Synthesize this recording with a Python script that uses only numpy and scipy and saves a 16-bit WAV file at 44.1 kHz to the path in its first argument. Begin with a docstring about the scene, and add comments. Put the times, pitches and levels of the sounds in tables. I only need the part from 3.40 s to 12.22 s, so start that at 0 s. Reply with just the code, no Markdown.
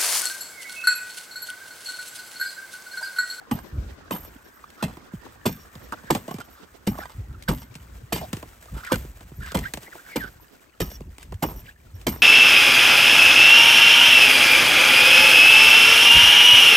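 """Faint gurgling water and rustling nylon, and at once boots: an even walk over a stream's snowy ice.
Each boot thuds, crushes the frozen crust, and jolts a zip pull and loose metal in a hand-held phone
into ringing. Between steps the sole scuffs, the ice knocks and chirps, and ribbed clothes swish.
Moving air buffets the microphone, and a gloved hand softly bumps the phone."""
import sys
import numpy as np
from scipy import signal
from scipy.fft import rfft, irfft, next_fast_len
from scipy.io import wavfile

SR = 44100
rng = np.random.default_rng(int(sys.argv[2]) if len(sys.argv) > 2 else 0)


def int16_out(signal):
    """Quantize to a 16-bit WAV file."""
    q = np.round(np.clip(np.atleast_2d(signal).T, -1, 1) * 32767)
    wavfile.write(sys.argv[1], SR, q.astype(np.int16))


N = 388962
HIT_SIZE = 16384  # samples in one short sound
AGE, TIME = np.arange(HIT_SIZE) / SR, np.arange(N) / SR  # seconds into a hit, and into the scene

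# Slow changes in loudness. Each row: time in seconds, relative level in dB.
WATER_LEVEL = [(0, -51.5), (1.2, -55.5), (2.4, -53.5), (3.4, -59.5), (5.3, -61), (6.2, -70), (7.0, -56.5),
               (8.4, -68.5), (8.82, -55)]
GURGLE_LEVEL = [(0, -4), (1.1, -1.5), (2.4, -3), (4.0, -1), (8.82, -12.5)]  # within the water
JACKET_LEVEL = [(0, -59.5), (2.5, -53), (3.9, -59.5), (5.4, -49.5), (5.9, -55), (6.15, -50), (6.7, -48),
                (6.95, -52), (7.25, -58), (8.82, -57.5)]
DRAUGHT_LEVEL = [(0, -69), (.6, -48), (1.15, -64.5), (1.8, -52.5), (3.3, -57.5), (4.5, -46.5), (5.9, -52.5),
                 (7.2, -66.5), (8.0, -50), (8.82, -45)]
# Hollows under the ice edge. Each row: pitch in Hz, relative level in dB.
HOLLOWS = [(1100, -8), (1450, -7), (1750, -8)]
# Puffs of air. Each row: start in seconds, hold in seconds, relative level in dB.
PUFFS = [(0.319, 0.087, -29), (0.793, 0.016, -41), (1.74, 0.016, -48), (2.356, 0.013, -43.5),
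         (3.735, 0.27, -39.5), (4.283, 0.018, -62), (4.524, 0.094, -48), (4.985, 0.14, -46.5),
         (5.311, 0.026, -32.5), (5.67, 0.32, -46), (5.971, 0.039, -33), (7.532, 0.15, -36.5),
         (7.794, 0.1, -37), (8.2, 0.028, -41), (8.493, 0.18, -42)]
# Footfalls. Each row: start in seconds, thud in dB, thud pitch in Hz, slap in dB, hollow note in Hz,
# then crunch, phone rattle, zip ring, air jolt and rustle in dB. Levels are relative.
STEPS = [(0.111, -24, 215.6, -31, 891, -41, -52, -68, -40, -66),
         (.708, -31, 267, -31, 936, -39.5, -46.5, -62, -61, -51.5),
         (1.424, -25.5, 219.5, -29.5, 687, -34.5, -68, -77, -34, -77),
         (2.055, -23, 233, -25, 417, -30.5, -49.5, -54, -37, -56),
         (2.703, -24.5, 314, -21, 444, -30.5, -56, -65, -47, -49),
         (3.469, -21.5, 203, -29, 432, -36, -52.5, -55.5, -33.5, -50),
         (4.084, -21.5, 199.6, -28.5, 460, -35, -50.5, -57, -31.5, -57),
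         (4.723, -30.5, 221, -29, 474, -30.5, -45.5, -54, -29.5, -45),
         (5.517, -27, 234, -22.5, 519, -31, -50.5, -73, -26, -49),
         (6.145, -24, 223, -27, 547, -33, -53.5, -75, -29, -52),
         (6.758, -30.5, 288, -27.5, 350.6, -34.5, -54, -79, -32.5, -68),
         (7.403, -33, 221, -27.5, 402, -33, -48, -46.5, -26.5, -51),
         (8.024, -30.5, 146, -24.5, 604, -34.5, -47, -52, -24, -51.5),
         (8.667, -26.5, 280, -26, 399, -29.5, -44.5, -49.5, -26.5, -66)]
# Ice plates snapping. Each row: start in seconds, pitch in Hz, level in dB.
CLINKS = [(0.121, 1230, -43), (0.122, 2912, -47), (0.176, 1584, -53), (0.196, 1060, -53),
          (0.712, 1190, -45), (0.722, 2980, -41.5), (2.882, 693, -39.5), (2.887, 1086, -41),
          (2.909, 1146, -40), (2.912, 725, -45), (3.513, 800, -46), (3.543, 1255, -46), (3.577, 1096, -42),
          (3.614, 800, -44), (3.633, 1550, -41.5), (3.652, 1010, -45), (3.653, 1920, -53),
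          (4.088, 2340, -45), (4.221, 895, -53), (5.283, 1230, -50.5)]
# The sole dragging. Each row: start and length in seconds, grind in dB, its centre in Hz, grit in dB.
SCUFFS = [(0.139, 0.077, -46, 900, -53), (0.731, 0.054, -43, 850, -48), (1.45, 0.09, -47, 600, -58),
          (0.808, 0.072, -52, 900, -57), (2.75, 0.027, -35.5, 584, -43), (2.88, 0.051, -52, 796, -48.5),
          (2.942, 0.11, -51.5, 696, -49.5), (3.511, 0.083, -47.5, 750, -67), (3.598, 0.085, -47, 950, -51),
          (3.687, 0.053, -52, 900, -52), (4.204, 0.044, -55, 1200, -51), (4.752, 0.044, -40.5, 744, -36.5),
          (5.338, 0.1, -53, 900, -51.5), (5.433, .08, -52, 1400, -46.5), (6.02, 0.1, -49, 1500, -48),
          (6.192, 0.036, -50, 800, -51), (6.23, 0.06, -52, 1800, -52), (7.792, 0.033, -59, 900, -51.5),
          (8.718, 0.059, -44, 1110, -49)]
# Hand bumps. Each row: middle in seconds, relative level in dB, pitch in Hz.
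BUMPS = [(0.346, -32.5, 131), (0.393, -31, 86), (0.43, -38, 190), (0.964, -39.5, 254), (3.795, -24.5, 100),
         (3.914, -33, 126), (4.314, -37, 115), (4.643, -34, 113), (5.333, -33, 151), (5.358, -41, 114),
         (5.654, -45, 129), (7.43, -28, 150), (7.615, -36, 126), (7.699, -43, 99), (7.952, -26.5, 92),
         (8.554, -32, 89)]
# Metal chattering. Each row: start and length in seconds, phone rattle in dB, zip ring in dB.
JINGLES = [(0.83, 0.054, -49, -64), (1.045, 0.048, -63, -65), (1.14, 0.044, -61, -72),
           (1.548, .04, -70, -75), (2.188, 0.055, -64, -57), (2.375, 0.026, -64, -77),
           (2.429, 0.026, -56, -61), (2.58, .03, -76, -75), (2.911, 0.044, -51, -60),
           (3.042, .03, -61, -66), (3.102, 0.05, -59, -70), (3.578, 0.045, -53, -59),
           (4.196, .04, -54, -58), (5.955, 0.054, -57, -74), (6.9, 0.032, -65, -75),
           (7.005, 0.042, -57, -76), (7.505, 0.058, -52, -47), (8.161, 0.047, -49, -57),
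           (8.542, 0.026, -60, -60)]
# Cloth sliding, and at 3.128 s a swell of water with the same gliding sound. Each row: start and length # in
# seconds, first and last pitch in Hz, level in dB, roughness from 0 to 1.
SWISHES = [(1.24, 0.0075, 1210, 1260, -37, 0.03), (1.367, 0.11, 1264, 1507, -45.5, 0.32),
           (2.527, 0.022, 1356, 1380, -37.5, 0.17), (2.559, 0.046, 1410, 1580, -52, 0.26),
           (2.64, 0.074, 1750, 1560, -51, 0.5), (3, 0.023, 1534, 1330, -38, 0.12),
           (3.128, 0.14, 1108, 1464, -54.5, 0.87), (3.587, 0.04, 1800, 1700, -45, 0.4),
           (3.607, 0.04, 1290, 1520, -41.5, 0.4), (3.94, 0.022, 1460, 1240, -49.5, 0),
           (4.078, 0.026, 1460, 1227, -27, 0.5), (4.802, 0.064, 762, 700, -38, 0.36),
           (5.339, 0.091, 1334, 1525, -46.5, 0.26), (5.345, 0.084, 820, 1050, -53, 0.1),
           (5.427, 0.025, 1150, 1630, -40.5, 0.2), (5.437, 0.048, 2130, 1890, -46, 0.57),
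           (5.454, 0.054, 1500, 1310, -39.5, 0.25), (5.463, 0.024, 1450, 2010, -42.5, 0.25),
           (5.496, 0.032, 964, 1750, -33, 0.25), (5.518, 0.049, 1660, 1280, -32, 0.15),
           (6.002, 0.017, 1510, 1310, -45, 0.2), (6.015, 0.024, 1930, 1480, -42, 0.25),
           (6.039, 0.021, 1780, 1450, -42.5, 0.2), (6.054, 0.039, 1650, 1000, -45, 0.3),
           (6.06, 0.082, 1833, 1415, -42, 0.6), (6.22, 0.049, 1705, 2120, -43, 0.43),
           (6.245, 0.033, 1287, 1800, -33.5, 0.07), (6.269, 0.031, 1795, 2040, -45, 0.16),
           (6.459, 0.034, 1960, 2140, -47, 0.05), (6.51, 0.04, 2043, 1256, -45.5, 0.35),
           (6.574, 0.04, 1274, 1730, -49, 0.15), (6.622, 0.13, 1483, 1600, -51.5, 0.46),
           (6.69, 0.13, 2190, 2030, -45, 0.15), (6.793, 0.037, 1950, 1570, -39, 0.13),
           (6.814, 0.047, 1667, 1417, -34.5, 0.06), (6.851, 0.047, 1524, 1450, -44.5, 0.4),
           (8.238, 0.088, 2290, 2780, -54, 0.86), (8.275, 0.03, 1590, 1840, -48, 0.05)]
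# Cracks underfoot. Each row: start in seconds, relative levels of thud, knock, crack and chirp in dB,
# the chirp's first pitch in Hz.
KNOCKS = [(1.302, -75, -75, -52.5, -75, 1000), (1.569, -51, -43.5, -56, -51, 1370),
          (1.734, -30.5, -70, -62, -48, 800), (1.862, -68, -49, -68, -48.5, 1414),
          (2.353, -41, -49.5, -48.5, -69, 910), (2.522, -47, -34.5, -44.5, -31.5, 1917),
          (2.53, -60, -41, -49, -32.5, 1906), (2.636, -43.5, -48.5, -72, -53, 706),
          (2.749, -28.5, -25.5, -32.5, -39, 1430), (2.879, -40, -39, -47, -43, 913),
          (2.909, -39.5, -36, -49, -41, 1420), (2.941, -32, -47, -45, -45, 690),
          (2.984, -42, -40.5, -49, -60, 900), (3.585, -66, -35.5, -50, -34.5, 1270),
          (4.024, -73, -80, -46, -75, 1000), (4.036, -75, -80, -52, -75, 1000),
          (4.341, -75, -75, -53, -75, 1000), (4.353, -40.5, -50.5, -43, -68, 890),
          (4.812, -46, -45, -51, -36, 1096), (4.93, -27.5, -35.5, -33.5, -45, 790),
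          (4.968, -44, -44, -42.5, -66, 890), (5.027, -49, -38.5, -48, -60, 1210),
          (5.256, -61, -54, -56, -58, 1230), (5.364, -42, -52, -65, -44, 580),
          (5.557, -58, -51, -37, -40, 1440), (5.647, -53, -60, -72, -46, 590),
          (5.807, -74, -47, -53, -58, 1210), (5.916, -40.5, -56, -79, -53.5, 587),
          (6.119, -45, -57, -40, -46, 720), (6.189, -37, -46, -37.5, -45, 805),
          (6.337, -44, -35.5, -30.5, -45, 923), (6.372, -40.5, -42, -42, -43, 1000),
          (6.431, -60, -69, -49.5, -56.5, 704), (6.476, -70, -49, -68, -49.5, 1216),
          (6.552, -74, -44.5, -58, -46, 1220), (6.837, -44, -43, -50, -55, 684),
          (7.502, -60, -54, -51, -60, 900), (7.514, -62, -57, -49, -46.5, 970),
          (7.606, -41, -48.5, -56, -40.5, 710), (7.782, -72, -49, -46.5, -62, 1160),
          (7.828, -72, -70, -46, -75, 1000), (7.922, -40, -40.5, -51.5, -43, 1130),
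          (7.942, -56, -70, -51, -75, 1000), (8.104, -45, -56, -61, -49, 1325),
          (8.614, -77, -71, -52, -73, 990)]
# Tone colours: how strong the lows and highs are. Each row: frequency in Hz, relative level in dB.
WATER_COLOUR = [(40, -7), (250, 12), (500, 7.5), (900, -1.5), (1600, -9), (2400, -6.5), (6000, -11.5),
                (16000, -42)]
RUSTLE_COLOUR = [(700, 4.5), (1800, 4), (3000, -1), (5000, -6), (8200, -1.5), (10000, -1), (13500, -7),
                 (16000, 0.5)]
AIR_COLOUR = [(20, -36.5), (38, -9), (55, 2.5), (75, -2.5), (120, -10.5), (230, -20.5), (450, -32),
              (1200, -62.5)]
THUD_COLOUR = [(25, -11), (50, -22), (110, 3.5), (250, 2.5), (380, -27), (700, -32), (1500, -79)]
SLAP_COLOUR = [(120, -20), (300, 1.5), (480, -3), (720, -5), (1000, -2.5), (1500, -15), (2300, -22),
               (5000, -33)]
CRUNCH_COLOUR = [(700, -38), (1500, 1.5), (2200, 2), (3200, 2.5), (4600, -1.5), (6500, -7), (8200, -4.5),
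                 (10000, 1.5), (12000, -12), (13500, -1), (15500, -60)]
CRACK_COLOUR = [(700, -38), (1600, 3.5), (2800, 2.5), (5000, -3), (8200, -2.5), (10000, 2.5), (13500, -18),
                (16000, -7.5)]
# Notes of struck parts. Each row: pitch in Hz, relative level in dB, seconds to fade by 60 dB.
BOOT_NOTES = [(1220, -3, .07), (1660, -4, .07), (2070, 0, .08), (2380, -4, .06), (2690, -4, .08),
              (2927, -2, .12), (3160, -4, .09), (3410, -8, .07), (3667, -5, .06), (4134, -9, .08),
              (4729, -8, .08), (5233, -10, .07), (6398, -11, .07), (7707, -7, .05), (8090, -7, .04)]
PHONE_NOTES = [(11480, -3, .065), (13290, -6, .05), (13450, -6, .02), (13600, -1, .045), (13800, -9, .03)]
ZIP_NOTES = [(2927, -9, .12), (3410, -13, .08), (4729, -12, .1), (5560, 1, .12), (5630, -3, .05),
             (5868, -10, .05), (6398, -12, .1)]
# Timing at the two microphone holes. Each row: frequency in Hz, the left one's lead in radians.
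LEFT_LEAD = [(0, 0), (280, 0), (900, 1.4), (1300, 1.4), (2200, .2), (4000, 1.2), (6000, 0), (7400, 0),
             (8500, -1.1), (9500, -3), (10500, -3.3), (12300, -6), (14400, -6.5), (16000, -9)]
# Balance of the two holes. Each row: frequency in Hz, left minus right in dB.
BALANCE = [(150, 0), (500, -2.5), (1300, -2), (2400, 0), (4400, 4), (8000, 0)]
# Sound that bounces on its way. Each row: frequency in Hz, its share in dB.
SCATTERED = [(100, -22), (300, -21), (700, -13), (1400, -6), (5500, -5.5), (6600, -9), (10000, -15),
             (13500, -15), (15500, -6)]


def undb(db):
    """Turns decibels into a number to multiply by."""
    return 10 ** (np.asarray(db) / 20)


def curve(rows):
    """Joins a table's points in time with straight lines."""
    return np.interp(TIME, *np.transpose(rows))


def across(points, hz):
    """Joins a table's points in frequency, giving each octave equal room."""
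    frequencies, values = np.transpose(points)
    return np.interp(np.log(hz + 1), np.log(np.abs(frequencies) + 1), values)


def colour(x, points):
    """Gives a sound a tone colour; its deep part comes late."""
    n = next_fast_len(len(x) + HIT_SIZE // 4, True) // 2 * 2
    cepstrum = irfft(np.log(undb(across(points, np.fft.rfftfreq(n, 1 / SR)))))
    cepstrum[1:n // 2] *= 2
    cepstrum[n // 2 + 1:] = 0  # nothing may sound before its cause
    return irfft(rfft(x, n) * np.exp(rfft(cepstrum)))[:len(x)]


def level(x, db, size=None):
    """Sets the average (rms) level, judged on the first size samples or on all."""
    return x * undb(db) / np.sqrt(np.mean(x[:size] ** 2) + 1e-20)


def fade(t60):
    """Dies away by 60 dB every t60 seconds."""
    return undb(-60 * AGE / t60)


def wander(rate, size=HIT_SIZE):
    """A random drift, about 1 either way, with rate new targets a second."""
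    targets = rng.standard_normal(int(size / SR * rate) + 2)
    return 1.4 * np.interp(np.arange(size) / SR * rate, np.arange(len(targets)), targets)


def grains(rate, spread_db, size=HIT_SIZE):
    """Tiny random breaks, about rate a second, a few far larger than the rest."""
    sizes = undb(spread_db * np.minimum(rng.exponential(size=size), 4))
    return level((rng.random(size) < rate / SR) * sizes * rng.standard_normal(size), 0)


def add(track, s, x):
    """Mixes x into the track at s seconds."""
    i = max(int(s * SR), 0)
    track[i:i + len(x)] += x[:max(N - i, 0)]


def swell(s, rise, hold, t60):
    """One movement grows, holds and fades; all times are in seconds."""
    age = TIME - s
    return np.clip(age / rise, 0, 1) * undb(-60 * np.maximum(age - rise - hold, 0) / t60)


def blow(rise, t60, tail_db, tail_t60):
    """The force of a hit: a quick rise, a collapse and a long settling."""
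    return (1 - np.exp(-(AGE / rise) ** 2)) * (fade(t60) + undb(tail_db) * fade(tail_t60))


def stream():
    """Water slips along the ice edge: a soft wash, hollows gurgling in spells, small rising bubbles."""
    wash = level(colour(rng.standard_normal(N) * undb(5.4 * wander(34, N)), WATER_COLOUR), -0.85)
    gurgle = 0
    for hz, db in HOLLOWS:
        phase = 2 * np.pi * np.cumsum(hz * (1 + .07 * wander(14, N))) / SR
        churn = wander(330, N) * np.sin(phase) + wander(330, N) * np.cos(phase)
        spells = undb(2.5 * np.tanh(wander(6, N)) + 3.5 * np.tanh(wander(28, N)))
        gurgle = gurgle + level(churn * spells, db)
    bubbles, age = np.zeros(N), AGE[:HIT_SIZE // 8]
    for when, pitch, strength in rng.random(size=(900, 3)):
        hz = 650 * 2 ** (1.6 * pitch)
        note = np.sin(2 * np.pi * hz * age * (1 + 6 * age))
        add(bubbles, when * N / SR, undb(29 * strength ** 3) * note * np.exp(-age * hz / 5))
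    return (wash + gurgle * undb(curve(GURGLE_LEVEL)) + level(bubbles, -9.5)) * undb(curve(WATER_LEVEL))


def drips(ring_cycles=6):
    """Tiny bubbles burst at the water's edge in very short, high blips."""
    out, age = np.zeros(N), AGE[:HIT_SIZE // 8]
    for when, pitch, strength in rng.random(size=(1100, 3)):
        hz = 1300 * 2 ** (2.3 * pitch ** 1.4)
        life = (1 - np.exp(-age * hz / 2)) * np.exp(-age * hz / ring_cycles)
        blip = life * np.sin(2 * np.pi * hz * age)
        add(out, when * N / SR, undb(15 * strength ** 3 - 4 * pitch) * blip)
    return level(out, -66)


def rustle():
    """Nylon and loose snow crackle: the jacket rubs, and a leg swings through after each step."""
    crackle = grains(9000, 2.4, N) * undb(2.2 * wander(35, N))
    strides = sum((undb(db) * swell(s, rise=0.052, hold=0.011, t60=1.6)) ** 2 for s, *_, db in STEPS)
    loudness = np.sqrt(strides + undb(curve(JACKET_LEVEL)) ** 2)
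    return level(colour(crackle, RUSTLE_COLOUR), -0.35) * loudness


def buffeting():
    """Air pushes on the microphone: a light draught, a jolt at each step, puffs as the phone swings."""
    jolts = sum((undb(db) * swell(s, rise=0.017, hold=0.017, t60=0.56)) ** 2 for s, *_, db, _ in STEPS)
    puffs = sum((undb(db) * swell(s, rise=0.022, hold=hold, t60=0.38)) ** 2 for s, hold, db in PUFFS)
    flutter = rng.standard_normal(N) * undb(5.4 * np.tanh(wander(28, N)))
    air = level(colour(flutter, AIR_COLOUR), -1.86)
    return air * np.sqrt(jolts + puffs + undb(curve(DRAUGHT_LEVEL)) ** 2)


def crumbs():
    """Loose bits of ice tick softly on the crust all along the way."""
    tick_colour = [(500, -7), (1300, 4.5), (2500, -1), (8000, -11.5), (15000, -14)]
    return level(colour(grains(260, 2.6, N), tick_colour), -72)


def flex(hz, sag_s, rise, t60):
    """The ice sheet bends: high notes travel faster, so the pitch sinks, passing hz after sag_s."""
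    pitch = hz * np.sqrt(2 / (1 + AGE / sag_s)) * (1 + 0.1064 * wander(251))
    return level(np.sin(2 * np.pi * np.cumsum(pitch) / SR) * (1 - np.exp(-AGE / rise)) * fade(t60), 0)


def boot_cavity(x):
    """The hollow of the boot echoes within a millisecond or two, differently at every step."""
    lag = int(SR * (.0009 + .0012 * rng.random()))
    return signal.lfilter([1], np.r_[1, np.zeros(lag), .25, .25], x)


def ring(push, notes, vary_db):
    """A pushed part rings at its own notes, their pitch and strength a little different each time."""
    chance = rng.standard_normal((len(notes), 2))
    out = 0
    for (hz, db, t60), (detune, share) in zip(notes, chance):
        note = np.sin(2 * np.pi * (hz + 22 * detune) * AGE) * fade(t60)
        out = out + level(signal.fftconvolve(push, note)[:HIT_SIZE], db + vary_db * share)
    return out


def rattle(notes, rate, t60):
    """A loose part is jolted, then rattles on in ever weaker taps."""
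    taps = grains(rate, 1.8) * fade(t60)
    taps[0] += 8  # the jolt
    return ring(taps, notes, vary_db=1.5)


def footsteps():
    """The sole slaps with a hollow note, the ice bends, and the breaking crust rings the boot."""
    out, size = np.zeros(N), SR // 25
    for s, thud_db, thud_hz, slap_db, hollow_hz, crunch_db, rattle_db, zip_db, *_ in STEPS:
        weight = colour(grains(4000, 2.5) * blow(0.0087, 0.15, -13, 0.4), THUD_COLOUR)
        thud = flex(thud_hz, sag_s=0.01126, rise=0.01, t60=0.087) + level(weight, -1.6)
        contact = grains(5000, 4.1) * blow(0.0032, 0.086, -19.5, 0.39) * undb(2.66 * wander(72.6))
        slap = level(colour(contact, SLAP_COLOUR), 0)
        hollow = undb(-3) * flex(hollow_hz, sag_s=0.015, rise=0.029, t60=0.074)
        collapse = grains(4500, 1.2) * blow(0.004, 0.05, -24, 0.25) * undb(6.2 * np.tanh(wander(203)))
        last_crumbs = undb(-19) * grains(110, 2.4) * fade(0.26)
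        crust = collapse + last_crumbs
        crunch = level(boot_cavity(colour(crust, CRUNCH_COLOUR)), 0)
        boot = level(ring(crust, BOOT_NOTES, vary_db=4.5), -7)
        add(out, s + 0.0022, level(thud, thud_db + .5, size))
        add(out, s - .002, level(slap + hollow, slap_db + 0.72, size))
        add(out, s - .001, level(crunch + boot, crunch_db + 2.5, size))
        add(out, s + 0.0019, level(rattle(PHONE_NOTES, rate=600, t60=0.39), rattle_db + 7, 2 * size))
        add(out, s + 0.001717, level(rattle(ZIP_NOTES, rate=420, t60=0.28), zip_db, 4 * size))
    return out


def clinks(rise_s=0.002):
    """Small plates of ice snap off, each sounding a short note with a weak higher one."""
    out = np.zeros(N)
    for s, hz, db in CLINKS:
        phase = 2 * np.pi * np.cumsum(hz * (1 + .02 * wander(300))) / SR
        note = np.sin(phase) + undb(-15) * np.sin(1.5 * phase)
        add(out, s, level(note * (1 - np.exp(-(AGE / rise_s) ** 2)) * fade(0.061), db, SR // 50))
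    return out


def scuffs():
    """The sole grinds crumbs in uneven bursts: a hollow scrape, and grit that rings the boot."""
    out = np.zeros(N)
    for s, length, grind_db, hz, grit_db in SCUFFS:
        size = int(length * SR)
        release = undb(-60 * np.maximum(AGE - 0.69 * length, 0) / 0.071)
        press = np.clip(AGE / 0.0057, 0, 1) * release * undb(4.4 * wander(116))
        crumble = grains(1400, 2.6) * press
        hollow = [(hz / 5, -26), (hz / 2, -7), (hz, 0), (hz * 2, -7), (hz * 4, -30), (hz * 12, -55)]
        grind = colour(crumble, hollow)
        grit = level(colour(crumble, CRUNCH_COLOUR), -1.6)
        boot = level(ring(crumble, BOOT_NOTES, vary_db=3), -3)
        add(out, s, level(grind, grind_db, size) + level(grit + boot, grit_db, size))
    return out


def bumps():
    """The gloved hand nudges the phone: a few slow shakes that swell and die."""
    out, age = np.zeros(N), AGE[:HIT_SIZE // 4]
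    middle = age[-1] / 2
    for s, db, hz in BUMPS:
        cycles = (age - middle) * hz
        shake = np.sin(2 * np.pi * (cycles + rng.random()))
        add(out, s - middle, undb(db) * shake * 1.15 * np.exp(-(cycles / 1.23) ** 2))
    return out


def jingles():
    """The arm's swing makes the phone's loose parts and the zip pull chatter for a moment."""
    out = np.zeros(N)
    for s, length, phone_db, zip_db in JINGLES:
        settle = undb(-60 * np.maximum(AGE - length, 0) / 0.046)
        for notes, db in ((PHONE_NOTES, phone_db), (ZIP_NOTES, zip_db)):
            add(out, s, level(rattle(notes, rate=1000, t60=0.6) * settle, db, int(length * SR)))
    return out


def squeak(start_hz, end_hz, rough, size):
    """One fold of cloth sticks and slips at a gliding rate; no two slips take quite the same time."""
    jitter = (.028 + .14 * rough) * wander(1400, size)
    drift = (.012 + .05 * rough) * wander(110, size)
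    rate = np.linspace(start_hz, end_hz, size) * (1 + jitter + drift)
    phase = 2 * np.pi * np.cumsum(rate) / SR
    grip_db = (2 + 3.5 * rough) * wander(505, size) + (2.2 + 2.8 * rough) * np.tanh(wander(85, size))
    return level((np.sin(phase) + undb(-21) * np.sin(2 * phase)) * undb(grip_db), 0)


def swishes():
    """Sliding ribs of cloth pluck each other into a note; roughness adds a faster fold and a rasp."""
    out = np.zeros(N)
    rasp_colour = [(600, -7), (1500, -16), (2600, -10), (3500, 6.5),
                   (4300, -0.5), (5100, 3), (6300, -10.5), (15000, -7)]
    for s, length, start_hz, end_hz, db, rough in SWISHES:
        size = int(length * SR)
        note = squeak(start_hz, end_hz, rough, size)
        faster_fold = squeak(1.3 * start_hz, 1.3 * end_hz, rough, size) * undb(-13.5)
        rasp = level(colour(grains(9000, 1.9, size), rasp_colour), -7)
        cloth = note + np.sqrt(rough) * (faster_fold + rasp)
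        add(out, s, level(cloth * np.sin(np.linspace(0, np.pi, size)), db))
    return out


def chirp(hz, sag_s=0.00818, rise_s=0.0023):
    """A crack heard through the ice sheet: the high notes arrive first, so the pitch dives."""
    pitch = hz / (1 + AGE / sag_s)
    return np.sin(2 * np.pi * np.cumsum(pitch) / SR) * (1 - np.exp(-(AGE / rise_s) ** 2)) * fade(0.041)


def knocks():
    """The ice cracks, then chirps and bends; the jolt stirs the phone's loose parts."""
    out, size = np.zeros(N), SR // 50
    for s, thud_db, knock_db, crack_db, chirp_db, chirp_hz in KNOCKS:
        knock = colour(grains(8000, 0.37) * blow(0.0018, 0.04, -22.5, 0.2), SLAP_COLOUR)
        crack = colour(grains(7000, 0.81) * blow(0.00045, 0.012, -16, 0.1), CRACK_COLOUR)
        thud = flex(210, sag_s=0.0038, rise=0.0013, t60=0.1)
        add(out, s, level(knock, knock_db - .5, size) + level(crack, crack_db - .3, size))
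        add(out, s, level(chirp(chirp_hz), chirp_db, size))
        add(out, s + 0.00305, level(thud, thud_db - .5, size))
        add(out, s, level(rattle(PHONE_NOTES, rate=240, t60=0.086), crack_db - 19, size))
    return out


def stereo(x):
    """Sound reaches the two microphone holes partly straight, partly bounced off jacket and snow."""
    hz = np.fft.rfftfreq(N, 1 / SR)
    share = np.clip(undb(across(SCATTERED, hz)), 0, .95)
    echoes = rng.standard_normal(HIT_SIZE) * fade(0.022)
    # short echoes go to left and right with opposite signs, widening the sound
    bounced = np.outer([1, -1], rfft(echoes / np.linalg.norm(echoes), N))
    straight = np.array([np.ones(len(hz)), np.exp(-1j * np.interp(hz, *np.transpose(LEFT_LEAD)))])
    balance = undb(np.outer([1, -1], across(BALANCE, hz)) / 2)
    return irfft(rfft(x) * balance * (straight * np.sqrt(1 - share ** 2) + bounced * share), N)


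def scene():
    """The walker close by, each group of sounds with its own echoes; the stream all around."""
    boots = stereo(footsteps() + scuffs() + jingles())
    ice = stereo(knocks() + clinks() + crumbs())
    clothes_and_air = stereo(swishes() + bumps() + buffeting() + rustle())
    water = stereo(drips()) + undb(3) * np.array([stream(), stream()])
    return boots + ice + clothes_and_air + water


def record(dry):
    """The phone cuts the treble above 15900 Hz."""
    return signal.sosfilt(signal.ellip(8, .2, 70, 15900, fs=SR, output="sos"), dry)


dry = scene()
out = record(dry)
int16_out(out)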